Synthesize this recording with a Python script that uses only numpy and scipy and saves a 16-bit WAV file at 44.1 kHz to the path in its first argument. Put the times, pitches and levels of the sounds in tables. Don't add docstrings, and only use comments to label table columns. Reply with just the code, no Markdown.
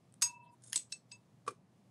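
import sys
import numpy as np
from scipy import signal
from scipy.fft import rfft, irfft, next_fast_len
from scipy.io import wavfile
from scipy.ndimage import uniform_filter1d

SR = 44100
rng = np.random.default_rng(int(sys.argv[2]) if len(sys.argv) > 2 else 0)


def amplitude_ratio(level_db):
    exponent = np.asarray(level_db, float) / 20
    return 10 ** exponent


def to_wav(sig):
    pcm = np.clip(np.atleast_2d(sig), -1, 1) * 32767
    pcm = np.round(pcm).astype(np.int16)
    wavfile.write(sys.argv[1], SR, pcm.T)


N = 83790

RIM_MODES_HZ = [4688, 4982, 5025, 5090, 5723, 6527, 6545, 6768, 8042, 8074, 8183, 8410, 8664, 11288]
# level in dB, t60 in seconds.
RIM_MODES_DB_T60_S = [(-18, .15), (-7, .19), (-10, .19), (-8, .18), (-16, .14), (0, .3), (-12, .2),
                      (-14, .12), (-7, .19), (-7, .19), (-9, .18), (-8, .19), (-10, .17), (-19, .12)]
# frequency in Hz, level in dB, t60 in seconds.
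WALL_MODES = [(325, -26, .12), (960, -24, .1), (2638, -28, .09), (3758, -22, .06), (4974, -18, .06),
              (5600, -20, .05), (6438, -17, .18), (6530, -17, .15), (6778, -20, .1), (7985, -9, .1),
              (8048, -12, .16), (8190, 3, .018), (4247, -17, .07), (10350, -20, .05)]
# frequency in Hz, level in dB, t60 in seconds.
HELD_WALL_MODES = [(2632, -10, .15), (4016, -9, .045), (4650, -20, .07), (4867, -22, .07), (5363, -8, .035),
                   (6530, -18, .12), (8600, -14, .04)]
# frequency in Hz, level in dB, t60 in seconds.
HELD_RIM_MODES = [(4151, -17, .05), (4727, -12, .06), (2632, -8, .25), (6530, -9, .2), (8845, -22, .05),
                  (5300, -14, .04)]
# frequency in Hz, level in dB, t60 in seconds.
HOUSING_MODES = [(313, -26, 0.11), (422, -21.5, 0.11), (487, -16.5, 0.075), (1160, -2.5, 0.049),
                 (1274, -10.5, 0.026), (1340, -10, 0.039), (2427, -20, 0.04), (1064, -30, 0.12),
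                 (1525, -25.5, 0.065), (1644, -28, 0.07), (1940, -23, 0.021), (2380, -28.5, 0.091)]
# frequency in Hz, level in dB, t60 in seconds.
ROD_MODES = [(1800, -6, .014), (3300, -4, .014), (5100, -14, .012), (6600, -5, .016), (7000, -10, .02),
             (9000, -12, .014), (10300, 0, .013)]
# frequency in Hz, level in dB, t60 in seconds.
SLIP_MODES = [(3600, -17, 0.019), (5160, -16, 0.02004), (6600, -4, 0.029), (7200, -12.5, .04),
              (8500, 1, 0.03), (10320, -1.5, 0.034)]

# start in seconds, ring in dB, crack in dB, crack t60 in seconds.
RIM_TOUCHES = [
    (.2135, -75, -46, .05),
    (.2196, -38, -25, .035),
    (.2236, -34, -25, .02),
    (.2268, -50, -26, .014),
]
# start in seconds, ring in dB, crack in dB, crack t60 in seconds.
WALL_TOUCHES = [
    (.752, -75, -43, .03),
    (.7583, -35, -21, .014),
    (.7612, -70, -24, .014),
    (.7763, -47, -27, .011),
]
# start in seconds, ring in dB, crack in dB, crack t60 in seconds.
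HELD_WALL_TOUCHES = [
    (.9195, -70, -50, 0.0085),
    (.9222, -42, -34, .02),
    (.9250, -44, -34, 0.012),
]
# start in seconds, ring in dB, crack in dB, crack t60 in seconds.
HELD_RIM_TOUCHES = [
    (1.1135, -66, -56, 0.029),
    (1.1170, -52, -46, 0.014),
    (1.1215, -80, -47, 0.012),
]
# start in seconds, ring in dB, crack in dB, crack t60 in seconds.
HOUSING_TOUCHES = [
    (1.4645, -58, -54.5, 0.05),
    (1.4752, -51, -44.5, .02),
    (1.4778, -29.5, -37, 0.056),
    (1.506, -52.5, -51, 0.03),
]
# start in seconds, ring in dB, crack in dB, crack t60 in seconds.
ROD_TOUCHES = [
    (.7235, -71, -43, 0.023),
    (.7300, -31, -27.5, 0.014),
]
# start in seconds, ring in dB, crack in dB, crack t60 in seconds.
TICKS = [
    (.1245, -90, -64, .01),
    (.1403, -90, -46, .01),
]
# start in seconds, ring in dB, crack in dB,
# crack t60 in seconds.
SLIPS = [(.6383, -60, -55.5, 0.0041), (.6425, -65, -61.5, 0.024), (.655, -70, -67.5, 0.011),
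         (.6722, -59, -64, .01), (.677, -69, -60, .01), (.6977, -58.5, -63, 0.011), (.703, -64, -65, .01),
         (.716, -68.5, -69.5, .01)]
WETNESS_DB = [
    -3,
    -4.5,
    -7,
    -4,
    -8,
    3.5,
    -7.5,
    6.5,
]

# frequency in Hz, density in dB per Hz.
RIM_CRACK = [(760, -50.5), (1100, -9), (1400, -16), (3000, -17.5), (5000, -9), (8500, -7), (12000, -17),
             (15800, -29)]
# frequency in Hz, density in dB per Hz.
WALL_CRACK = [(200, -32), (350, -24.5), (1400, -23.5), (3500, -4.5), (6000, -2), (8200, 6), (11000, -9.5),
              (15800, -41)]
# frequency in Hz, density in dB per Hz.
HELD_WALL_CRACK = [(1000, -40), (1400, -15), (3000, -20), (4000, 0), (5400, 4), (7000, -6.5), (8300, -0.5),
                   (15800, -37.5)]
# frequency in Hz, density in dB per Hz.
HELD_RIM_CRACK = [(1500, -7), (2500, -11), (4900, 7.5), (6500, -5), (8200, -6.5), (10000, -6), (12500, -74)]
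# frequency in Hz, density in dB per Hz.
HOUSING_CRACK = [(120, -65), (200, -12), (497, -3.5), (827, -20.5), (1190, -5.5), (1710, -19.5),
                 (7610, -21.5), (9130, -17), (15500, -55)]
# frequency in Hz, density in dB per Hz.
ROD_CRACK = [(290, -76), (500, -37.5), (1740, -12.5), (3380, -10.5), (4250, -11.5), (6540, -4), (7650, -17),
             (10300, -1.5), (14500, -32.5), (15800, -39.5)]
# frequency in Hz, density in dB per Hz.
TICK_CRACK = [(880, -56.5), (1500, -16.5), (4960, -18), (7420, -21), (8140, 3), (10500, -8), (14000, -48)]

# struck in seconds, centre in Hz, split in Hz, level in dB, t60 in seconds,
# first silence in seconds.
BOWL_PAIRS = [
    (.2238, 966.6, 30.1, -53.5, 1.6, .2545),
    (.2238, 2640, 16.4, -50, .66, .269),
]
# struck in seconds, centre in Hz, split in Hz (below zero: the lower
# mode is the weaker), level in dB, t60 in seconds, time of one silence of the beat in seconds.
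LATER_PAIRS = [
    (.9225, 8020, 33, -42.5, .125, .954),
    (1.121, 8030, 28, -53, .1, 1.145),
    (1.1165, 5000, 40, -51, .085, 1.129),
    (1.122, 966.6, 30.1, -73, .55, 1.149),
    (1.15, 2640, 8, -86, .4, 1.13),
    (.7583, 8030, -36, -34, .16, .784),
]

# time in seconds, level in dB.
SLIDE_ENVELOPE = [(.6, -91), (.628, -74), (0.639, -56), (.652, -66), (0.702, -61.5), (.722, -65),
                  (.745, -47), (.756, -56.5), (.762, -90.5)]
# frequency in Hz, density in dB per Hz.
SLIDE_SPECTRUM = [(880, -36.5), (1500, -8), (2440, -18.5), (4670, -12.5), (6900, -5), (7810, -8),
                  (9000, -1.5), (10600, -9), (12500, -41), (16200, -59.5), (22000, -120)]
# middle in seconds, length in seconds, centre in Hz, width in Hz, level in dB.
RUSTLES = [(.46, .05, 3400, 900, -80), (.475, .05, 700, 80, -73), (.492, .018, 5000, 200, -80),
           (.515, .018, 4750, 200, -83), (.535, .04, 9000, 3500, -80), (.445, .04, 9500, 2000, -85),
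           (.752, .004, 13500, 2500, -66), (.91, .03, 6000, 7000, -73), (1.105, .03, 6000, 6000, -80),
           (1.522, .022, 400, 160, -57), (1.512, .025, 250, 100, -62), (1.512, .012, 8800, 3000, -66)]
# frequency in Hz, density in dB per Hz.
FAN_SPECTRUM = [(15, -43), (25, -30.5), (86, -16.5), (109, -2), (186, -2.5), (253, -7.5), (419, -16),
                (608, -16.5), (1200, -25), (1560, -53.5), (2640, -120)]
# frequency in Hz, density in dB per Hz.
HISS_SPECTRUM = [(700, -20), (1100, -5), (3000, -10), (9000, -14.5), (11000, -18), (12000, -25),
                 (15700, -24.5)]
# start in seconds, end in seconds, gain in dB.
DUCKS = [
    (.33, .53, -6),
    (.85, .895, -8),
    (1.01, 1.07, -3),
    (1.56, 1.7, -4),
]

RIM_STOP_S, WALL_STOP_S, HELD_WALL_STOP_S, HELD_RIM_STOP_S = .265, .83, .962, 1.16
BOWL_STOP_S, UPPER_BOWL_STOP_S = .545, .505
FIRM_STOP_T60_S, SOFT_STOP_T60_S = .045, .16
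CRACK_RISE_SHARE = 0.018
UPPER_SHARE, UPPER_LOSS_DB_PER_S = .93, 7
SLIDE_GRAINS_PER_S, SLIDE_GRAIN_SHARE = 250, .4
SLIDE_RING_WIDTH_HZ, SLIDE_RING_DB = 150, 7
ROOM_T60_S, ROOM_DB, ROOM_DELAY_S = 0.17, -9, 0.0046
ROOM_CUT_HZ, RING_TO_ROOM = 11000, .2
MIC_STEP_HZ, MIC_STEP_DB = 12000, -13
FAN_DB, FAN_TONE_HZ, FAN_TONE_WIDTH_HZ, FAN_TONE_DB = -68, 120, 12, -72
HISS_DB, DUCK_EDGE_S = -81, 0.066


def seconds():
    return np.arange(N) / SR


def coloured(spectrum):
    hz, db = np.transpose(spectrum)
    size = next_fast_len(N)
    f = np.maximum(np.fft.rfftfreq(size, 1 / SR), 1)
    gain = amplitude_ratio(np.interp(np.log(f), np.log(hz), db, -90, -90))
    x = irfft(rfft(rng.standard_normal(size)) * gain, size)[:N]
    return x / x.std()


def decay(start_s, t60_s, rise_s=0.00021):
    t = np.maximum(seconds() - start_s, 0)
    return (1 - np.exp(-t / rise_s)) * amplitude_ratio(-60 * t / t60_s)


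def stopped(stop_s, t60_s):
    return amplitude_ratio(-60 * np.maximum(seconds() - stop_s, 0) / t60_s)


def blow(touches, modes, crack_spectrum, damping=1):
    ring, cracks = np.zeros(N), np.zeros(N)
    noise = coloured(crack_spectrum)
    chance = rng.random((len(touches), 14, 2))
    for (start_s, ring_db, crack_db, crack_t60_s), draws in zip(touches, chance):
        i = int(start_s * SR)
        t = np.arange(min(N - i, SR // 2)) / SR
        onset = np.minimum(t / 0.0017, 1)
        for (hz, mode_db, t60_s), (strength, phase) in zip(modes, draws):
            level_db = ring_db + mode_db + 1.645 * (strength + 4.0)
            tone = np.sin(2 * np.pi * (hz * t + phase))
            ring[i:i + len(t)] += amplitude_ratio(level_db - 60 * t / t60_s) * tone * onset
        cracks += amplitude_ratio(crack_db) * decay(start_s, crack_t60_s, CRACK_RISE_SHARE * crack_t60_s)
    return ring * damping, noise * cracks


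def all_blows():
    rim_modes = np.column_stack([RIM_MODES_HZ, RIM_MODES_DB_T60_S])
    return np.array([
        blow(RIM_TOUCHES, rim_modes, RIM_CRACK, stopped(RIM_STOP_S, SOFT_STOP_T60_S)),
        blow(WALL_TOUCHES, WALL_MODES, WALL_CRACK, stopped(WALL_STOP_S, SOFT_STOP_T60_S)),
        blow(HELD_WALL_TOUCHES, HELD_WALL_MODES, HELD_WALL_CRACK, stopped(HELD_WALL_STOP_S, FIRM_STOP_T60_S)),
        blow(HELD_RIM_TOUCHES, HELD_RIM_MODES, HELD_RIM_CRACK, stopped(HELD_RIM_STOP_S, FIRM_STOP_T60_S)),
        blow(HOUSING_TOUCHES, HOUSING_MODES, HOUSING_CRACK),
        blow(ROD_TOUCHES, ROD_MODES, ROD_CRACK),
        blow(TICKS, HELD_WALL_MODES, TICK_CRACK),
        blow(SLIPS, SLIP_MODES, SLIDE_SPECTRUM)])


def beating_pair(struck_s, hz, split_hz, db, t60_s, silence_s):
    t = seconds() - silence_s
    upper_gain = UPPER_SHARE * amplitude_ratio(-UPPER_LOSS_DB_PER_S * np.maximum(t, 0))
    lower = np.sin(2 * np.pi * (hz - split_hz / 2) * t)
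    upper = upper_gain * np.sin(2 * np.pi * (hz + split_hz / 2) * t)
    return amplitude_ratio(db) * decay(struck_s, t60_s, rise_s=0.0015) * (lower - upper)


def bowl():
    low = beating_pair(*BOWL_PAIRS[0])
    high = beating_pair(*BOWL_PAIRS[1]) * stopped(UPPER_BOWL_STOP_S, SOFT_STOP_T60_S)
    return (low + high) * stopped(BOWL_STOP_S, FIRM_STOP_T60_S)


def room(x):
    tail = rng.standard_normal(N) * decay(ROOM_DELAY_S, ROOM_T60_S, rise_s=0.0046)
    tail = signal.lfilter(*signal.butter(1, ROOM_CUT_HZ, fs=SR), tail[:SR // 2])
    return amplitude_ratio(ROOM_DB) * signal.fftconvolve(x, tail / np.sqrt(np.sum(tail ** 2)))[:N]


def top_step(x):
    low = signal.sosfiltfilt(signal.butter(10, MIC_STEP_HZ, fs=SR, output="sos"), x)
    return low + amplitude_ratio(MIC_STEP_DB) * (x - low)


def near_sounds():
    blows = all_blows()
    to_room = amplitude_ratio(np.array(WETNESS_DB)) @ (blows[:, 1] + RING_TO_ROOM * blows[:, 0])
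    ring, cracks = blows.sum(axis=0)
    ring = ring + sum(beating_pair(*row) for row in LATER_PAIRS)
    high_pass = signal.butter(2, 200.0, "high", fs=SR, output="sos")
    return top_step(signal.sosfilt(high_pass, ring + cracks + room(to_room)))


def slide():
    time_s, db = np.transpose(SLIDE_ENVELOPE)
    grains = (rng.random(N) < SLIDE_GRAINS_PER_S / SR) * rng.exponential(1, N) ** 2.2
    rough = uniform_filter1d(signal.lfilter([1], [1, -.99], grains), size=60)
    rough = rough / np.sqrt(np.mean(rough ** 2))
    rough = 1 - SLIDE_GRAIN_SHARE + SLIDE_GRAIN_SHARE * rough
    rub = coloured(SLIDE_SPECTRUM)
    singing = 0
    for hz, _, _ in SLIP_MODES:
        singing = singing + signal.lfilter(*signal.iirpeak(hz, hz / SLIDE_RING_WIDTH_HZ, SR), rub)
    rub = rub + amplitude_ratio(SLIDE_RING_DB) * singing
    return amplitude_ratio(np.interp(seconds(), time_s, db, -120, -120)) * rough * rub / rub.std()


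def rustles():
    out = 0
    for middle_s, length_s, hz, width_hz, db in RUSTLES:
        edges_hz = [hz - width_hz / 2, hz + width_hz / 2]
        band_pass = signal.butter(2, edges_hz, "band", fs=SR, output="sos")
        band = signal.sosfilt(band_pass, rng.standard_normal(N))
        swell = np.exp(-(2 * (seconds() - middle_s) / length_s) ** 2)
        out = out + amplitude_ratio(db) * band / band.std() * swell
    return out


def fan():
    b, a = signal.iirpeak(FAN_TONE_HZ, FAN_TONE_WIDTH_HZ and FAN_TONE_HZ / FAN_TONE_WIDTH_HZ, SR)
    tone = signal.lfilter(b, a, rng.standard_normal(N + SR))
    tone = signal.lfilter(b, a, tone)[SR:]
    return amplitude_ratio(FAN_DB) * coloured(FAN_SPECTRUM) + amplitude_ratio(FAN_TONE_DB) * tone / tone.std()


def hiss():
    t = seconds()
    x = amplitude_ratio(HISS_DB) * coloured(HISS_SPECTRUM)
    duck_db = 0
    for start_s, end_s, db in DUCKS:
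        duck_db = duck_db + db * np.clip(np.minimum(t - start_s, end_s - t) / DUCK_EDGE_S + .5, 0, 1)
    low = signal.sosfiltfilt(signal.butter(2, 2500.0, fs=SR, output="sos"), x)
    return low + amplitude_ratio(duck_db) * (x - low)


def scene():
    return (near_sounds() + bowl() + slide() + rustles() + fan() + hiss())[None]


def low_pass(x):
    return signal.sosfilt(signal.butter(12, 15620, fs=SR, output="sos"), x)


def record(dry):
    return low_pass(dry)


dry = scene()
out = record(dry)
to_wav(out)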